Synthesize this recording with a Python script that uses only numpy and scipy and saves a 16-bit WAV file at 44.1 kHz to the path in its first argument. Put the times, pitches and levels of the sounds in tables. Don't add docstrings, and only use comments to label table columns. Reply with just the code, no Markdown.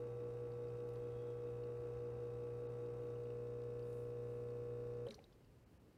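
import sys
import numpy as np
from scipy import signal
from scipy.fft import rfft, irfft
from scipy.io import wavfile
from scipy.ndimage import uniform_filter1d

SR = 44100
rng = np.random.default_rng(int(sys.argv[2]) if len(sys.argv) > 2 else 0)


def boost(x):
    u = np.asarray(x, float) / 20
    return 10 ** u


def inscribe(sig):
    pcm = np.round(np.clip(np.atleast_2d(sig).T, -1, 1) * 32767)
    wavfile.write(sys.argv[1], SR, pcm.astype(np.int16))


N = 263277
TIME = np.arange(N) / SR
MAINS_HZ, STOP_S = 60.006, 5.076
STROKES = MAINS_HZ * TIME - .05


def evened(x):
    return x / np.sqrt(np.mean(x ** 2) + 1e-20)


def coloured(x, hz, db):
    bins = np.fft.rfftfreq(len(x), 1 / SR)
    gain_db = np.interp(np.log(bins + 1), np.log(np.add(hz, 1)), db)
    return irfft(rfft(x) * boost(gain_db), len(x))


def resonate(x, hz, width):
    turn = np.exp(2j * np.pi * np.cumsum(hz * np.ones(len(x))) / SR)
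    r = np.exp(-np.pi * width / SR)
    return 2 * (turn * signal.lfilter([1 - r], [1, -r], x / turn)).real


def resonate_twice(x, hz, width):
    return resonate(resonate(x, hz, width), hz, width)


def smooth_twice(x, size):
    return uniform_filter1d(uniform_filter1d(x, size), size)


def add(mix, s, sound):
    part = mix[round(s * SR):][:len(sound)]
    part += sound[:len(part)]


def ring(hz, t60, rise_s, tone_share, width_share):
    t = np.arange(round(.25 * SR)) / SR
    fuzz = resonate_twice(rng.standard_normal(len(t)), hz, width_share * hz)
    tone = tone_share * np.sin(2 * np.pi * hz * t) + (1 - tone_share) * evened(fuzz)
    return tone * boost(-60 * t / t60) * (1 - np.exp(-t / rise_s))


def per_stroke(spread_db):
    strengths = boost(spread_db * rng.standard_normal(int(STROKES[-1]) + 2))
    return strengths[np.floor(STROKES).astype(int) + 1]


def running(coast_s):
    return np.exp(-np.maximum(TIME - STOP_S, 0) / coast_s)


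def slipping():
    # middle of the slip in seconds, depth from 0 to about 1.
    slips = [(0.13, 0.98), (0.35, 0.95), (0.52, 0.91), (0.73, 0.98), (0.94, 1.05), (1.14, 1.04),
             (1.36, 0.55), (1.55, 1.03), (1.77, 0.5), (1.94, 1.04), (2.15, 1.01), (2.33, 1.03),
             (2.55, 0.89), (2.72, 1.05), (2.95, 1.04), (3.15, 0.72)]
    slip_s = .043
    slip = sum(depth * np.exp(-((TIME - s) / slip_s) ** 4 / 2) for s, depth in slips)
    return uniform_filter1d(np.clip(slip, 0, 1), 900)


def settling():
    settle_at_s, settle_s = 3.1, 0.12
    return 1 - np.exp(-np.maximum(TIME - settle_at_s, 0) / settle_s)


def orders():
    # multiple of mains, dB gripping, dB slipping, dB settled.
    direct = [(1, -70, -66, -67), (2, -54, -52, -53), (6, -62, -65, -65), (7, -61, -63, -60),
              (8, -47, -49, -48), (10, -67, -69, -66), (11, -74, -75, -75), (14, -74, -83, -79),
              (17, -87, -81, -82), (19, -74, -75, -78), (21, -83, -82, -92), (22, -78, -77, -80),
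              (25, -86, -84, -85), (26, -87, -87, -91), (27, -95, -89, -103), (28, -94, -97, -93),
              (29, -96, -100, -87)]
    shaken = [(3, -76, -82, -86), (4, -69, -70, -68), (5, -66, -73, -70), (9, -73, -72, -72),
              (12, -92, -80, -87), (13, -84, -72, -79), (15, -83, -81, -86), (16, -105, -85, -87),
              (18, -79, -81, -77), (20, -89, -86, -84), (23, -84, -96, -87), (24, -83, -89, -84)]
    # half multiple of mains, then dB as for the direct lines.
    alternate = [(3.5, -76, -75, -77), (4.5, -77, -79, -76), (5.5, -69, -74, -75), (8.5, -70, -71, -71),
                 (9.5, -85, -81, -83), (11.5, -84, -91, -85), (12.5, -94, -89, -85), (13.5, -90, -83, -84),
                 (20.5, -97, -101, -92), (28.5, -105, -96, -95), (29.5, -108, -98, -96)]
    # multiple of mains, level in dB.
    valve_lines = [(32, -96), (33, -94), (36, -92), (37, -100), (38, -98), (39, -94), (41, -100), (42, -88),
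                   (43, -89), (44, -92), (45, -99), (46, -97), (47, -98), (48, -98)]
    slip_late_ms, casing_turn, shaken_turn, alternate_turn = 0.042, .3, 1.9, 2.15
    late = 2 * np.pi * MAINS_HZ * slip_late_ms / 1000
    lines = [(*row, late * row[0] + casing_turn * (row[0] > 2)) for row in direct]
    lines += [(*row, shaken_turn) for row in shaken]
    lines += [(*row, alternate_turn) for row in alternate]
    lines += [(k, db, db, db, late * k + casing_turn) for k, db in valve_lines]
    return lines


def hum():
    slip = np.roll(slipping(), round(0.01 * SR))
    settled, lines, out = settling(), orders(), np.zeros(N)
    arch = np.clip(1.15 * smooth_twice(slip, 2600), 0, 1) ** 2
    for (k, grip_db, slip_db, calm_db, lag), start in zip(lines, rng.random(len(lines))):
        glide = np.clip(.22 * (slip_db - grip_db - 2), 0, 1.6) * (1 - arch)
        change = boost(slip_db) * np.exp(1j * (glide - lag)) - boost(grip_db)
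        early = boost(grip_db) + change * slip
        size = early + settled * (boost(calm_db) * np.exp(-.5j * lag) - early)
        if k < 15:
            offset = start
        elif k < 27:
            offset = .15 * start - .24 * k - .024 * (k - 20) ** 2
        else:
            offset = .15 * start + (np.cos(np.pi * k * .19) < 0) / 2
        phase = k * (STROKES - .17) + offset
        out += np.sqrt(2) * (size * np.exp(2j * np.pi * phase)).real
    return out * running(0.0012)


def rattle():
    # frequency in Hz, level unsettled in dB, level settled in dB.
    casing = [(40, -110, -110), (130, -81, -86), (200, -82, -86), (290, -82, -92), (380, -77, -87),
              (440, -76, -81), (490, -73, -79), (575, -83, -89), (790, -88, -98), (1100, -91, -97),
              (1350, -93, -100), (1650, -97, -104), (2100, -103, -108), (4000, -135, -135)]
    hz, loose_db, calm_db = np.transpose(casing)
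    fall = 1.7 + np.exp(-(STROKES % 1) / 1.0)
    push = evened(rng.standard_normal(N) * fall * per_stroke(1.8))
    settled = settling()
    loose = coloured(push, hz, loose_db) * boost(2 * slipping())
    calm = coloured(push, hz, calm_db)
    per_band = np.sqrt(SR / 2 / 22)
    return per_band * (loose + settled * (calm - loose)) * boost(1.6 * (settled - 0.5)) * running(0.17)


def coasting():
    coast = (TIME > STOP_S) * running(0.07) * rng.standard_normal(N)
    return boost(-32) * resonate(resonate(coast, 422, 74), 443, 74)


def ticks():
    # frequency in Hz, width in Hz, level in dB.
    valve = [(2030, 330, -87), (2600, 720, -83), (3100, 700, -90), (3730, 360, -85.5), (4500, 1530, -87.5),
             (5540, 2000, -87.5), (7740, 370, -100), (8730, 380, -99), (7300, 3800, -91.5)]
    settled = settling()
    place = (STROKES - .08) % 1
    second_puff = 0.49 * (place > .16) * np.exp(-(place - .16) / 0.27)
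    puffs = 0.18 + np.exp(-place / 0.093) + second_puff
    uneven = per_stroke(0.89) * boost(0.72 * np.sign(np.sin(np.pi * STROKES)))
    shape = uniform_filter1d(puffs, 30) * uneven
    repeated = rng.standard_normal(735)[(place * 735).astype(int)]
    fresh = rng.standard_normal(N)
    alike = .45 + .35 * settled
    low_drive = fresh * shape * boost(-2.5 * settled)
    high_drive = (alike * repeated + np.sqrt(1 - alike ** 2) * fresh) * shape
    out = np.zeros(N)
    for hz, width, db in valve:
        drive = high_drive if hz > 3400 else low_drive
        out += boost(db - 1.2 * settled * (hz < 3400)) * evened(resonate_twice(drive, hz, width))
    return out * boost(-.55 * settled - 2.0) * running(0.021)


def taps():
    # start in seconds, peak in dB, frequency in Hz.
    hard_strokes = [
        (0.889, -59, 3740),
        (0.9573, -60, 3280),
        (1.1189, -64, 3370),
        (2.8614, -65, 3730),
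        (3.6178, -61, 3720),
        (3.793, -60, 3700),
        (3.929, -59.5, 4470),
    ]
    out = np.zeros(N)
    for s, db, hz in hard_strokes:
        add(out, s, boost(db - 6.0) * ring(hz, 0.017, 0.00025, 0.072, 1.0))
    return out


def knocks():
    # start in seconds, peak in dB, frequency in Hz, t60 in seconds.
    casing_knocks = [
        (5.067, -33.5, 545.4, 0.08),
        (5.08, -49, 505, 0.15),
        (5.092, -44.5, 221.4, 0.16),
        (5.118, -34.5, 340, 0.012),
        (5.181, -51.5, 767, 0.064),
        (5.186, -48, 550, 0.03),
    ]
    out = np.zeros(N)
    for s, db, hz, t60 in casing_knocks:
        add(out, s, boost(db) * ring(hz, t60, 0.0014, 0.64, 0.17))
        add(out, s, boost(db - 26) * ring(1140, 0.11, 0.0073, 0, 1.0))
    return out


def clicks():
    # start in seconds, peak in dB, main ring in Hz, second ring in Hz, second ring in dB.
    lever_clicks = [(5.0667, -56, 2700, 3100, 2), (5.069, -64, 9100, 12100, -8),
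                    (5.104, -64, 9300, 7800, -4), (5.149, -70, 12000, 9300, 2),
                    (5.085, -49.5, 3730, 3100, -9), (5.1065, -41.5, 3860, 5000, -12),
                    (5.1085, -54, 2150, 2940, 2), (5.114, -56, 5870, 5000, -11),
                    (5.122, -53, 4730, 5840, -18), (5.1423, -46, 4260, 4900, -10),
                    (5.143, -54, 5760, 6900, -21), (5.15, -60, 5630, 4230, 1), (5.1902, -63, 2940, 2210, 5),
                    (5.21, -79, 7100, 2600, 1), (5.2402, -56, 3850, 5800, -12),
                    (5.324, -62, 3600, 3100, -8), (5.328, -71, 5140, 4780, 1), (5.445, -68, 4760, 2900, -2)]
    out = np.zeros(N)
    for s, db, hz, hz2, db2 in lever_clicks:
        t60 = 0.023 * boost(-0.19 * (db + 58))
        main = ring(hz, t60, .001, .55, .2)
        second = ring(hz2, .8 * t60, .0012, .4, .22)
        crack = ring(hz, .02, .0012, 0, .45)
        add(out, s, boost(db) * (main + boost(db2) * second + boost(-9.0) * crack))
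    return out


def hiss():
    # middle in seconds, length in seconds, top in dB, centre in Hz, width in Hz.
    leaks = [
        (0.892, .025, -81, 12000, 4000),
        (.94, .03, -83, 11200, 4000),
        (0.984, .036, -88, 13500, 4000),
        (1.22, 0.73, -84.5, 3310, 340),
        (3.952, 0.39, -81, 9900, 6200),
        (5.116, .17, -82.5, 8550, 8000),
        (4.349, 0.61, -89.5, 9000, 8000),
        (5.46, .11, -90, 2840, 250),
        (5.801, 0.99, -100, 2830, 250),
    ]
    ends_db = -19
    out = np.zeros(N)
    for middle, length, db, hz, width in leaks:
        place = np.linspace(-1, 1, round(length * SR))
        band = resonate_twice(rng.standard_normal(len(place)), hz, width)
        add(out, middle - length / 2, evened(band) * boost(db + ends_db * place ** 2))
    return out


def drips():
    # start in seconds, peak in dB, frequency in Hz.
    small_drips = [(0.5182, -70, 4500), (0.6818, -71, 4770), (0.9582, -73, 4800), (1.4955, -76, 4910),
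                   (1.6357, -68, 4310), (1.9884, -74, 4320), (2.0597, -74, 4770), (2.5466, -73, 4720),
                   (3.2395, -77, 4590), (3.8257, -69, 4680), (4.504, -73.5, 4450), (4.9472, -71, 4680)]
    # start in seconds, peak in dB, frequency in Hz.
    fat_drops = [
        (1.634, -68, 2800),
        (2.5007, -64, 2550),
        (3.1572, -63, 2770),
        (3.254, -65.5, 2800),
        (3.3034, -64, 2630),
        (3.7935, -63, 2690),
    ]
    out = np.zeros(N)
    for s, db, hz in [*small_drips, *fat_drops]:
        add(out, s, boost(db + 2.5) * ring(hz, .03, 0.00099, .6, 0.23))
    return out


def walls(x):
    t = np.arange(SR // 2) / SR
    noise = rng.standard_normal(len(t)) * (t > .004)
    low = signal.lfilter([.15], [1, -.85], noise)
    tail = 2.5 * low * boost(-60 * t / 0.42) + (noise - low) * boost(-60 * t / 0.8)
    return signal.fftconvolve(x, tail / np.linalg.norm(tail))[:N]


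def kitchen():
    # frequency in Hz, level in dB per Hz.
    room = [(24, -29), (40, -2.5), (64, -7.5), (117, -1), (139, -5), (170, -6.5), (202, -8.5), (483, -12),
            (668, -21), (2320, -32.5), (2770, -32.5), (3460, -38), (4330, -36), (6140, -40.5), (15400, -44)]
    # top in seconds, top in dB, fall on both sides in dB per second.
    rumble = [
        (.78, -69, 30),
        (1.21, -60.5, 81),
        (2.03, -60, 16),
        (2.46, -65.5, 18),
        (5.15, -66, 35),
        (5.6, -69, 51),
    ]
    room_db, rest_db = -66, -80
    lumps_db = evened(smooth_twice(rng.standard_normal(N), 2500)) / 2
    air = evened(coloured(rng.standard_normal(N), *np.transpose(room))) * boost(room_db + lumps_db)
    bass = evened(resonate_twice(rng.standard_normal(N), 70, 22))
    swells_db = [np.maximum(db - fall * abs(TIME - s), rest_db) for s, db, fall in rumble]
    return air + bass * boost(np.max(swells_db, axis=0) - 4)


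def scene():
    sharp = ticks() + taps() + knocks() + clicks() + drips()
    pump = hum() + rattle() + coasting()
    return (pump + sharp + boost(-17.5) * walls(sharp) + hiss() + kitchen())[None]


def band_limit(x):
    return signal.sosfilt(signal.butter(12, 15590, fs=SR, output="sos"), x)


def record(dry):
    # middle of the dip in seconds, depth in dB, lowest frequency in Hz.
    dropouts = [
        (2.68, -14, 4700),
        (5.652, -11, 3000),
        (5.79, -11, 3000),
    ]
    for s, depth_db, hz in dropouts:
        high_pass = signal.butter(6, hz, "high", fs=SR, output="sos")
        treble = signal.sosfiltfilt(high_pass, dry)
        dry = dry - treble * (1 - boost(depth_db)) * np.exp(-((TIME - s) / 0.0086) ** 4)
    mix = dry * np.clip(TIME / 0.0016, 0, 1)
    return band_limit(mix)


dry = scene()
out = record(dry)
inscribe(out)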